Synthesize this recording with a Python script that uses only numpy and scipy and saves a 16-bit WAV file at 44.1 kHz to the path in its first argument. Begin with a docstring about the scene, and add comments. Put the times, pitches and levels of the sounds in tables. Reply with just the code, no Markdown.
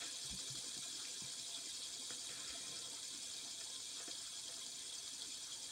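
"""A three-armed plastic fidget spinner coasts on a table, close to a mono microphone.
From the start, balls rolling, catching and pinging in the bearing keep the toy's resonances hissing,
pulsing with turn, ball cage and arms; the table murmurs along over a low room noise.
Fingers rub and tick on the camera body at once, knock softly from 0.24 s on, and rub squeakily from 2.3 s.
Noise through band-passes makes hiss, murmur, rubs and tick rattle; decaying sines make pings, snaps and knocks."""
import sys
import numpy as np
from scipy import signal
from scipy.fft import rfft, irfft
from scipy.io import wavfile

SR = 44100
rng = np.random.default_rng(int(sys.argv[2]) if len(sys.argv) > 2 else 0)


def persist_wave(psi):
    """Save psi, clipped to +-1, as 16-bit WAV."""
    counts = np.round(np.clip(psi, -1, 1) * 32767).astype(np.int16)
    wavfile.write(sys.argv[1], SR, np.atleast_2d(counts).T)


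N = 252119
TIME = np.arange(N) / SR
CONTACT_RISE_S = 0.00034  # snaps and pings take a moment to build up


def amp(db):
    """Amplitude factor of a level in dB."""
    return 10 ** (np.asarray(db) / 20)


def unit(x):
    """Scales to an RMS of 1."""
    return x / np.sqrt(np.mean(x ** 2) + 1e-20)


def wander(rate_hz):
    """Smooth chance of unit RMS: random knots joined by lines."""
    knots = rng.standard_normal(N)
    return unit(np.interp(TIME * rate_hz, np.arange(N), knots))


def add(mix, start_s, sound):
    """Lays a sound into the mix at start_s."""
    part = mix[round(start_s * SR):][:len(sound)]
    part += sound[:len(part)]


def resonate(x, hz, width_hz):
    """A steep resonance: one band-pass applied twice, keeping the power of white noise."""
    section = np.concatenate(signal.iirpeak(hz, hz / width_hz, SR))
    return signal.sosfilt([section, section], x) / np.sqrt(np.pi * width_hz / 2 / SR)


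def reach(hz, centre_hz, focus):
    """How well a force with its spectrum around centre_hz excites a mode at hz: 1 at the centre."""
    return (2 / (hz / centre_hz + centre_hz / hz)) ** focus


def burst(start_s, t60_s):
    """Power of a contact that starts at start_s and dies away."""
    power = np.zeros(N)
    add(power, start_s, amp(-60 * TIME[:SR // 2] / t60_s) ** 2)
    return power


START_TURNS_PER_S, SLOWING_TURNS_PER_S2 = 11.295, .1988


def spin_speed():
    """Turns per second: drag slows the coasting toy evenly."""
    return START_TURNS_PER_S - SLOWING_TURNS_PER_S2 * TIME


def chatter(per_s, spread_db, share, t60_s):
    """Contact power of mean 1: smooth rolling plus a share of tiny ball impacts of uneven size."""
    happens = rng.random(N) < per_s / SR
    size_db = spread_db * np.minimum(rng.exponential(1, N), 4)
    hits = happens * amp(size_db) ** 2
    decay = amp(-60 / t60_s / SR) ** 2
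    hits = signal.lfilter([1], [1, -decay], hits)
    share = np.clip(share, 0, 1)
    return 1 - share + share * hits / hits.mean()


CAGE_PER_TURN, HALF_TURN, ARMS = .6425, 2, 3  # swells per turn
# swells of the hiss as the ball cage circles and the arms sweep past:
# per_turn, centre_hz, focus (narrowness of the band), swing_db (at centre_hz), crest_cycles
SWELLS = [(CAGE_PER_TURN, 3610, 140, 1.86, .46), (CAGE_PER_TURN, 4880, 110, 1.2, -.01),
          (HALF_TURN, 4050, 91, 0.71, .38), (HALF_TURN, 6180, 160, 2.3, -0.22), (ARMS, 7250, 400, 2.4, .01),
          (ARMS, 7660, 220, 1.24, -0.36), (ARMS, 11000, 120, 3.3, 0.25)]


def swell_db(turn, hz):
    """The circling cage and the passing arms lift and lower a resonance at hz."""
    total_db = 0
    for per_turn, centre_hz, focus, swing_db, crest_cycles in SWELLS:
        share = reach(hz, centre_hz, focus)
        if share > .02:
            total_db = total_db + swing_db * share * np.cos(2 * np.pi * (per_turn * turn - crest_cycles))
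    return total_db


# hard catches of the balls: start_s, strength_db (power scale re smooth rolling), t60_s
CATCHES = [(.398, 8, 0.026), (1.0535, 13, .012), (1.396, 12, .012), (1.543, 3, .16), (1.693, 4, .07),
           (1.825, 8, .09), (2.475, 3, 0.11), (2.838, 1, .07), (3.335, 5, 0.075), (3.757, 5, .07),
           (4.004, 4, 0.087), (4.108, 9, .08), (4.478, 7.5, 0.066), (5.077, 11, .014), (5.219, 11, .02),
           (5.52, 7.5, .06)]
LIGHT_CATCHES_PER_S, LIGHT_CATCH_DB, LIGHT_CATCH_SPREAD_DB, LIGHT_CATCH_T60_S = 12, -19, 5, 0.05
CATCH_RISE_SHARE = 0.067  # of a catch's decay time


def catching():
    """Extra contact power where the balls catch: a few hard catches among light ones by chance."""
    chances = rng.random(size=(64, 2))
    starts_s = np.cumsum(.5 + chances[:, 0]) / LIGHT_CATCHES_PER_S
    strengths_db = LIGHT_CATCH_DB + LIGHT_CATCH_SPREAD_DB * (chances[:, 1] - .5)
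    light = [(s, db, LIGHT_CATCH_T60_S) for s, db in zip(starts_s, strengths_db) if s < TIME[-1]]
    power = np.zeros(N)
    for start_s, strength_db, t60_s in CATCHES + light:
        shape = burst(start_s, t60_s) - burst(start_s, t60_s * CATCH_RISE_SHARE)
        power += amp(strength_db) ** 2 * shape
    return power


# resonances of bearing and toy:
# hz, width_hz (of each band-pass), level_db (relative), swing_db (over one turn), crest_turns
TOY = [(3056, 58, -77.5, -1, -0.49), (3277, 260, -63, 4, 0.041), (3369, 230, -60, 3, -0.34),
       (3803, 480, -58.5, -0.5, 0.16), (4020, 38, -70.5, 7.5, -0.0054), (4360, 390, -59.5, 0, -0.65),
       (4698, 290, -60, 1.5, 0.052), (5043, 250, -63, 2.5, -0.03), (5300, 240, -64, 7, 0.036),
       (5410, 460, -66, -3.5, 0.025), (5940, 210, -64, 1.5, -0.15), (6210, 490, -60, 0.9, 0.25),
       (6930, 650, -59.5, 2, 0.12), (7035, 160, -63.5, -3.5, 0.3), (7345, 520, -61, 2.5, 0.072),
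       (7935, 340, -63.5, 1.5, -0.21), (8165, 240, -63.5, 2.5, -0.1), (8560, 170, -67, 3, -0.2),
       (8565, 1240, -59, -1.5, -0.16), (9435, 600, -65, 1.5, -0.27), (11010, 700, -70.5, 2.5, 0.42),
       (15500, 4600, -75, 1, -0.023)]


def bearing(turn, contact):
    """The contact excites each resonance; the unbalanced load lifts each at its own angle of the turn."""
    catches = catching()
    surge_db = 0.65 * wander(rate_hz=45)  # the balls bunch up and spread out again
    out = np.zeros(N)
    for hz, width_hz, level_db, swing_db, crest_turns in TOY:
        heavy = reach(hz, centre_hz=3930, focus=14.0)  # catches and surges move mainly resonances near this
        force = np.sqrt(contact * (1 + catches * heavy))
        load_db = swing_db * np.cos(2 * np.pi * (turn - crest_turns))
        load_db = load_db + swell_db(turn, hz)
        load_db = load_db + heavy * surge_db
        load_db = load_db + 1.92 * wander(rate_hz=170)
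        noise = force * amp(load_db) * rng.standard_normal(N)
        out += amp(level_db) * resonate(noise, hz, width_hz)
    return amp(-1) * out


PINGS_PER_S, PING_LOW_HZ, PING_HIGH_HZ = 130, 4094, 9010
PING_DB, PING_SPREAD_DB, PING_T60_S = -56.5, 2, 0.053  # PING_DB: smallest ping, before friction


def pings(count):
    """Single balls ring briefly in the race, each at one of count pitches: the hiss turns grainy."""
    age_s, out = TIME[:SR // 10], np.zeros(N)
    pitches_hz = np.linspace(PING_LOW_HZ, PING_HIGH_HZ, count)
    chances = rng.random(size=(2000, 3))
    starts_s = np.cumsum(2 * chances[:, 0]) / PINGS_PER_S
    shape = amp(-60 * age_s / PING_T60_S) * (1 - np.exp(-age_s / CONTACT_RISE_S))
    rings = shape * np.sin(2 * np.pi * pitches_hz[:, None] * age_s)
    for start_s, (_, which, size) in zip(starts_s[starts_s < TIME[-1]], chances):
        level_db = PING_DB + PING_SPREAD_DB * min(-np.log(1 - size), 3)
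        add(out, start_s, amp(level_db) * rings[int(which * count)])
    return out


# echoes off the table top and things near it: delay_s, gain (before the power is evened out)
ECHOES = [(.0031, 0.04), (.0083, -0.09), (0.0161, .1), (0.027, -0.08)]


def reflect(x):
    """Near echoes comb the hiss finely and keep its power."""
    echoes = sum(gain * np.pad(x, (round(delay_s * SR), 0))[:N] for delay_s, gain in ECHOES)
    return (x + echoes) / np.sqrt(1 + sum(gain ** 2 for _, gain in ECHOES))


# resonances of the table: hz, width_hz (of each band-pass), level_db (relative)
TABLE = [(274, 85, -73), (376, 130, -77), (500.4, 88, -77), (682.5, 65, -76.5), (889, 210, -77.5),
         (1038, 40, -79), (1377, 620, -71.5), (1628, 76, -77.5), (1760, 52, -79), (2040, 140, -79),
         (2210, 52, -79), (2362, 106, -74.5), (2455, 57, -76.5), (2614, 91, -77.5), (2730, 320, -77.5)]


def table(turn, contact, swing_db):
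    """The rolling shakes the table's resonances through the hub."""
    force = np.sqrt(contact) * amp(swing_db * np.cos(2 * np.pi * turn))
    out = np.zeros(N)
    for hz, width_hz, level_db in TABLE:
        gain = amp(level_db - .5 + 3.73 * wander(rate_hz=36))
        out += gain * resonate(force * rng.standard_normal(N), hz, width_hz)
    return out


# room and microphone noise: hz, density_db (dB per Hz)
FLOOR = [(20, -108), (35, -103), (55, -100), (130, -97), (600, -110), (2000, -107), (5000, -103),
         (10000, -112), (13000, -116), (15500, -116)]


def room():
    """Steady low noise of the room and a trace of microphone hiss: white noise coloured by FLOOR."""
    hz, density_db = np.transpose(FLOOR)
    bins_hz = np.fft.rfftfreq(N, 1 / SR)
    colour = amp(np.interp(np.log(bins_hz + 1), np.log(hz), density_db))
    return irfft(rfft(rng.standard_normal(N)) * colour, N) * np.sqrt(SR / 2)


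RUB_ATTACK_S, RUB_RELEASE_DB_PER_S = 0.0039, 86


def rub(start_s, length_s, level_db, from_hz, to_hz):
    """A finger presses on, slides with a grainy grip, lifts off: its power and centre of spectrum."""
    age_s = TIME - start_s
    release_db = RUB_RELEASE_DB_PER_S * np.maximum(age_s - length_s, 0)
    grip = amp(level_db - release_db + 1.1 * wander(rate_hz=78))
    force = np.clip(age_s / RUB_ATTACK_S, 0, 1) * grip
    return force ** 2, np.interp(age_s, [0, length_s], [from_hz, to_hz])


# fingers sliding on the camera body: start_s, length_s (to lift-off), level_db (of the force), from_hz, to_hz
RUBS = [(0, 0.022, -64.5, 1850, 2000), (2.283, 0.013, -65, 1600, 1700), (2.29, .03, -69.5, 180, 200),
        (2.367, 0.1, -70.5, 1750, 1850), (2.47, 0.023, -65.5, 2000, 2100), (2.599, 0.18, -67, 300, 400)]
# light ticks of the fingers on it:
# start_s, rattle_db (of the force), centre_hz, t60_s (of the force), focus (narrowness), snap_db (relative)
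TICKS = [(0.013, -53.5, 1040, 0.17, 2.8, -59), (1.051, -59, 2450, .06, 18, -45),
         (2.092, -59, 2450, 0.033, 30, -49), (2.1025, -56, 3360, .02, 60, -41),
         (2.1047, -53, 1440, 0.14, 70, -43), (2.1062, -64, 1770, .03, 110, -41),
         (2.123, -56, 1520, .02, 40, -50), (3.344, -63, 604, 0.1, 2, -66),
         (3.608, -58, 1200, 0.063, 3.4, -66), (3.999, -55, 715, 0.12, 3.4, -65),
         (4.0775, -59, 1160, 0.13, 5.1, -46), (4.488, -56, 800, 0.14, 4.5, -73)]
# resonances of the camera body: hz, width_hz (of each band-pass), level_db (relative)
CASE = [(146, 110, 1.5), (304, 210, -3.5), (491, 107, -2.5), (696, 103, -5), (963, 200, -14.5),
        (1340, 180, -6), (1485, 64, -6.5), (1643, 77, -5.5), (1808, 150, -2), (2060, 450, -3),
        (2460, 490, 2.5), (3380, 240, -5)]


def fingers():
    """Ticks and rubs excite the same resonances of the camera body, each with its own brightness."""
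    touches = []
    for start_s, rattle_db, centre_hz, t60_s, focus, _ in TICKS:
        touches.append((amp(rattle_db) ** 2 * burst(start_s, t60_s), centre_hz, focus))
    for row in RUBS:
        touches.append((*rub(*row), .7))  # a rub is broader in spectrum than a tick
    out = np.zeros(N)
    for hz, width_hz, level_db in CASE:
        power = sum(touch * reach(hz, centre_hz, focus) ** 2 for touch, centre_hz, focus in touches)
        out += amp(level_db) * resonate(np.sqrt(power) * rng.standard_normal(N), hz, width_hz)
    return out


def snaps():
    """The first contact of each tick strikes the camera body's resonances all at once."""
    age_s, out = TIME[:SR // 10], np.zeros(N)
    rise = 1 - np.exp(-age_s / CONTACT_RISE_S)
    for start_s, _, centre_hz, _, focus, snap_db in TICKS:
        ring = np.zeros(len(age_s))
        for hz, width_hz, level_db in CASE:
            mode = np.exp(-np.pi * width_hz * age_s) * np.sin(2 * np.pi * hz * age_s)
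            ring += reach(hz, centre_hz, focus) * amp(level_db) * mode
        add(out, start_s, amp(snap_db) * ring * rise)
    return out


# soft knocks: start_s, strength_db (relative), blow_hz (centre of spectrum), rise_s, ring_factor (on mode t60)
KNOCKS = [(0.242, -48.5, 142, 0.0075, 0.74), (0.298, -32.5, 88, 0.0064, 0.96),
          (.327, -40.5, 172, 0.0042, 0.89), (.335, -52, 65, 0.0046, 0.54), (0.499, -42, 128, 0.0056, 0.8),
          (0.515, -50, 100, .004, .6), (0.545, -47, 320, .005, 0.99), (.568, -50, 166, .004, 0.7),
          (.555, -55, 65, .008, 0.7), (.664, -46, 283, .005, 0.98), (0.767, -42, 250, 0.0036, 0.81),
          (0.778, -51, 115, 0.0054, 0.65), (1.22, -43, 225, 0.0019, .7), (1.238, -48.5, 135, .002, 0.7),
          (1.395, -54, 145, 0.0055, 0.68), (1.669, -53, 310, 0.0026, 0.86),
          (2.105, -46.5, 477, 0.00071, .9), (2.1059, -48.5, 280, 0.0013, 1.2), (2.107, -57, 135, .002, .7),
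          (2.29, -51, 115, .005, 0.87), (2.486, -54, 73.5, .005, 0.88), (4.0795, -41, 345, 0.0028, .8),
          (4.083, -51, 520, 0.00077, 0.84), (5.255, -65, 70, .005, 0.65)]
# modes the knocks ring: hz, level_db (relative), t60_s (before ring_factor)
THUD = [(62.5, 1, 0.18), (133.5, -2, 0.19), (188, -2.5, 0.15), (226, -10, 0.15), (275, -6, 0.11),
        (318, -0.5, 0.067), (368, -11.5, 0.088), (502, -6, 0.14), (690, 5, 0.13)]


def knocks(focus):
    """A soft blow rings the low modes nearest to its own spectrum; the finger alters their ring time."""
    age_s, out = TIME[:SR // 2], np.zeros(N)
    for start_s, strength_db, blow_hz, rise_s, ring_factor in KNOCKS:
        ring = np.zeros(len(age_s))
        for hz, level_db, t60_s in THUD:
            decay = amp(level_db - 60 * age_s / (t60_s * ring_factor))
            ring += reach(hz, blow_hz, focus) * decay * np.sin(2 * np.pi * hz * age_s)
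        add(out, start_s, amp(strength_db) * ring * (1 - np.exp(-age_s / rise_s)))
    return out


# faint squeaks of the sliding skin: start_s, length_s, level_db (mid-squeak, before flicker), from_hz, to_hz
SQUEAKS = [(2.29, 0.22, -68, 1777, 1620), (2.371, 0.2, -67, 1388, 1277), (2.47, 0.06, -65, 2100, 2080),
           (2.537, 0.067, -68, 1385, 1364), (2.552, 0.15, -70, 2020, 1830), (2.725, 0.187, -68, 1325, 1365)]
SQUEAK_JITTER_HZ, SQUEAK_FLICKER_DB = 36, 2.5  # RMS


def squeaks():
    """Skin sticks and slips: a thin, unsteady tone that glides as the finger changes speed."""
    out = np.zeros(N)
    for start_s, length_s, level_db, from_hz, to_hz in SQUEAKS:
        along = np.clip((TIME - start_s) / length_s, 0, 1)
        pitch_hz = from_hz + (to_hz - from_hz) * along
        pitch_hz = pitch_hz + SQUEAK_JITTER_HZ * wander(rate_hz=300)
        flicker = amp(level_db + SQUEAK_FLICKER_DB * wander(rate_hz=110))
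        grip = 2 * np.sqrt(along * (1 - along)) * flicker
        out += grip * np.sin(2 * np.pi * np.cumsum(pitch_hz) / SR)
    return out


START_TURN = .484
HISS_DB_PER_TURN_PER_S = 2  # re mean speed


def scene():
    """One rolling contact drives both the toy and the table; it eases as the spin slows."""
    speed = spin_speed()
    turn = START_TURN + np.cumsum(speed) / SR
    friction_db = HISS_DB_PER_TURN_PER_S * (speed - speed.mean())
    flutter_db = 0.34 * wander(rate_hz=80)  # the play in the bearing makes the load uneven
    contact = amp(friction_db + flutter_db) ** 2
    contact = contact * chatter(per_s=1200, spread_db=3.0, share=0.3, t60_s=0.0017)
    toy = bearing(turn, contact) + amp(friction_db) * pings(count=60)
    spinner = reflect(toy) + table(turn, contact, swing_db=0.5)
    touches = fingers() + snaps() + knocks(focus=27.0) + squeaks()
    mono = spinner + room() + touches
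    return np.array([mono, mono])


EDGE_HZ = 15800


def record(dry):
    """The microphone drops the deepest bass; a steep low-pass then limits the band at EDGE_HZ."""
    bass_cut = signal.butter(4, 42, "highpass", fs=SR, output="sos")
    thinned = signal.sosfilt(bass_cut, dry)
    band_limit = signal.firwin(767, EDGE_HZ, window=("kaiser", 9), fs=SR)
    return signal.oaconvolve(thinned, band_limit[None], "same")


dry = scene()
out = record(dry)
persist_wave(out)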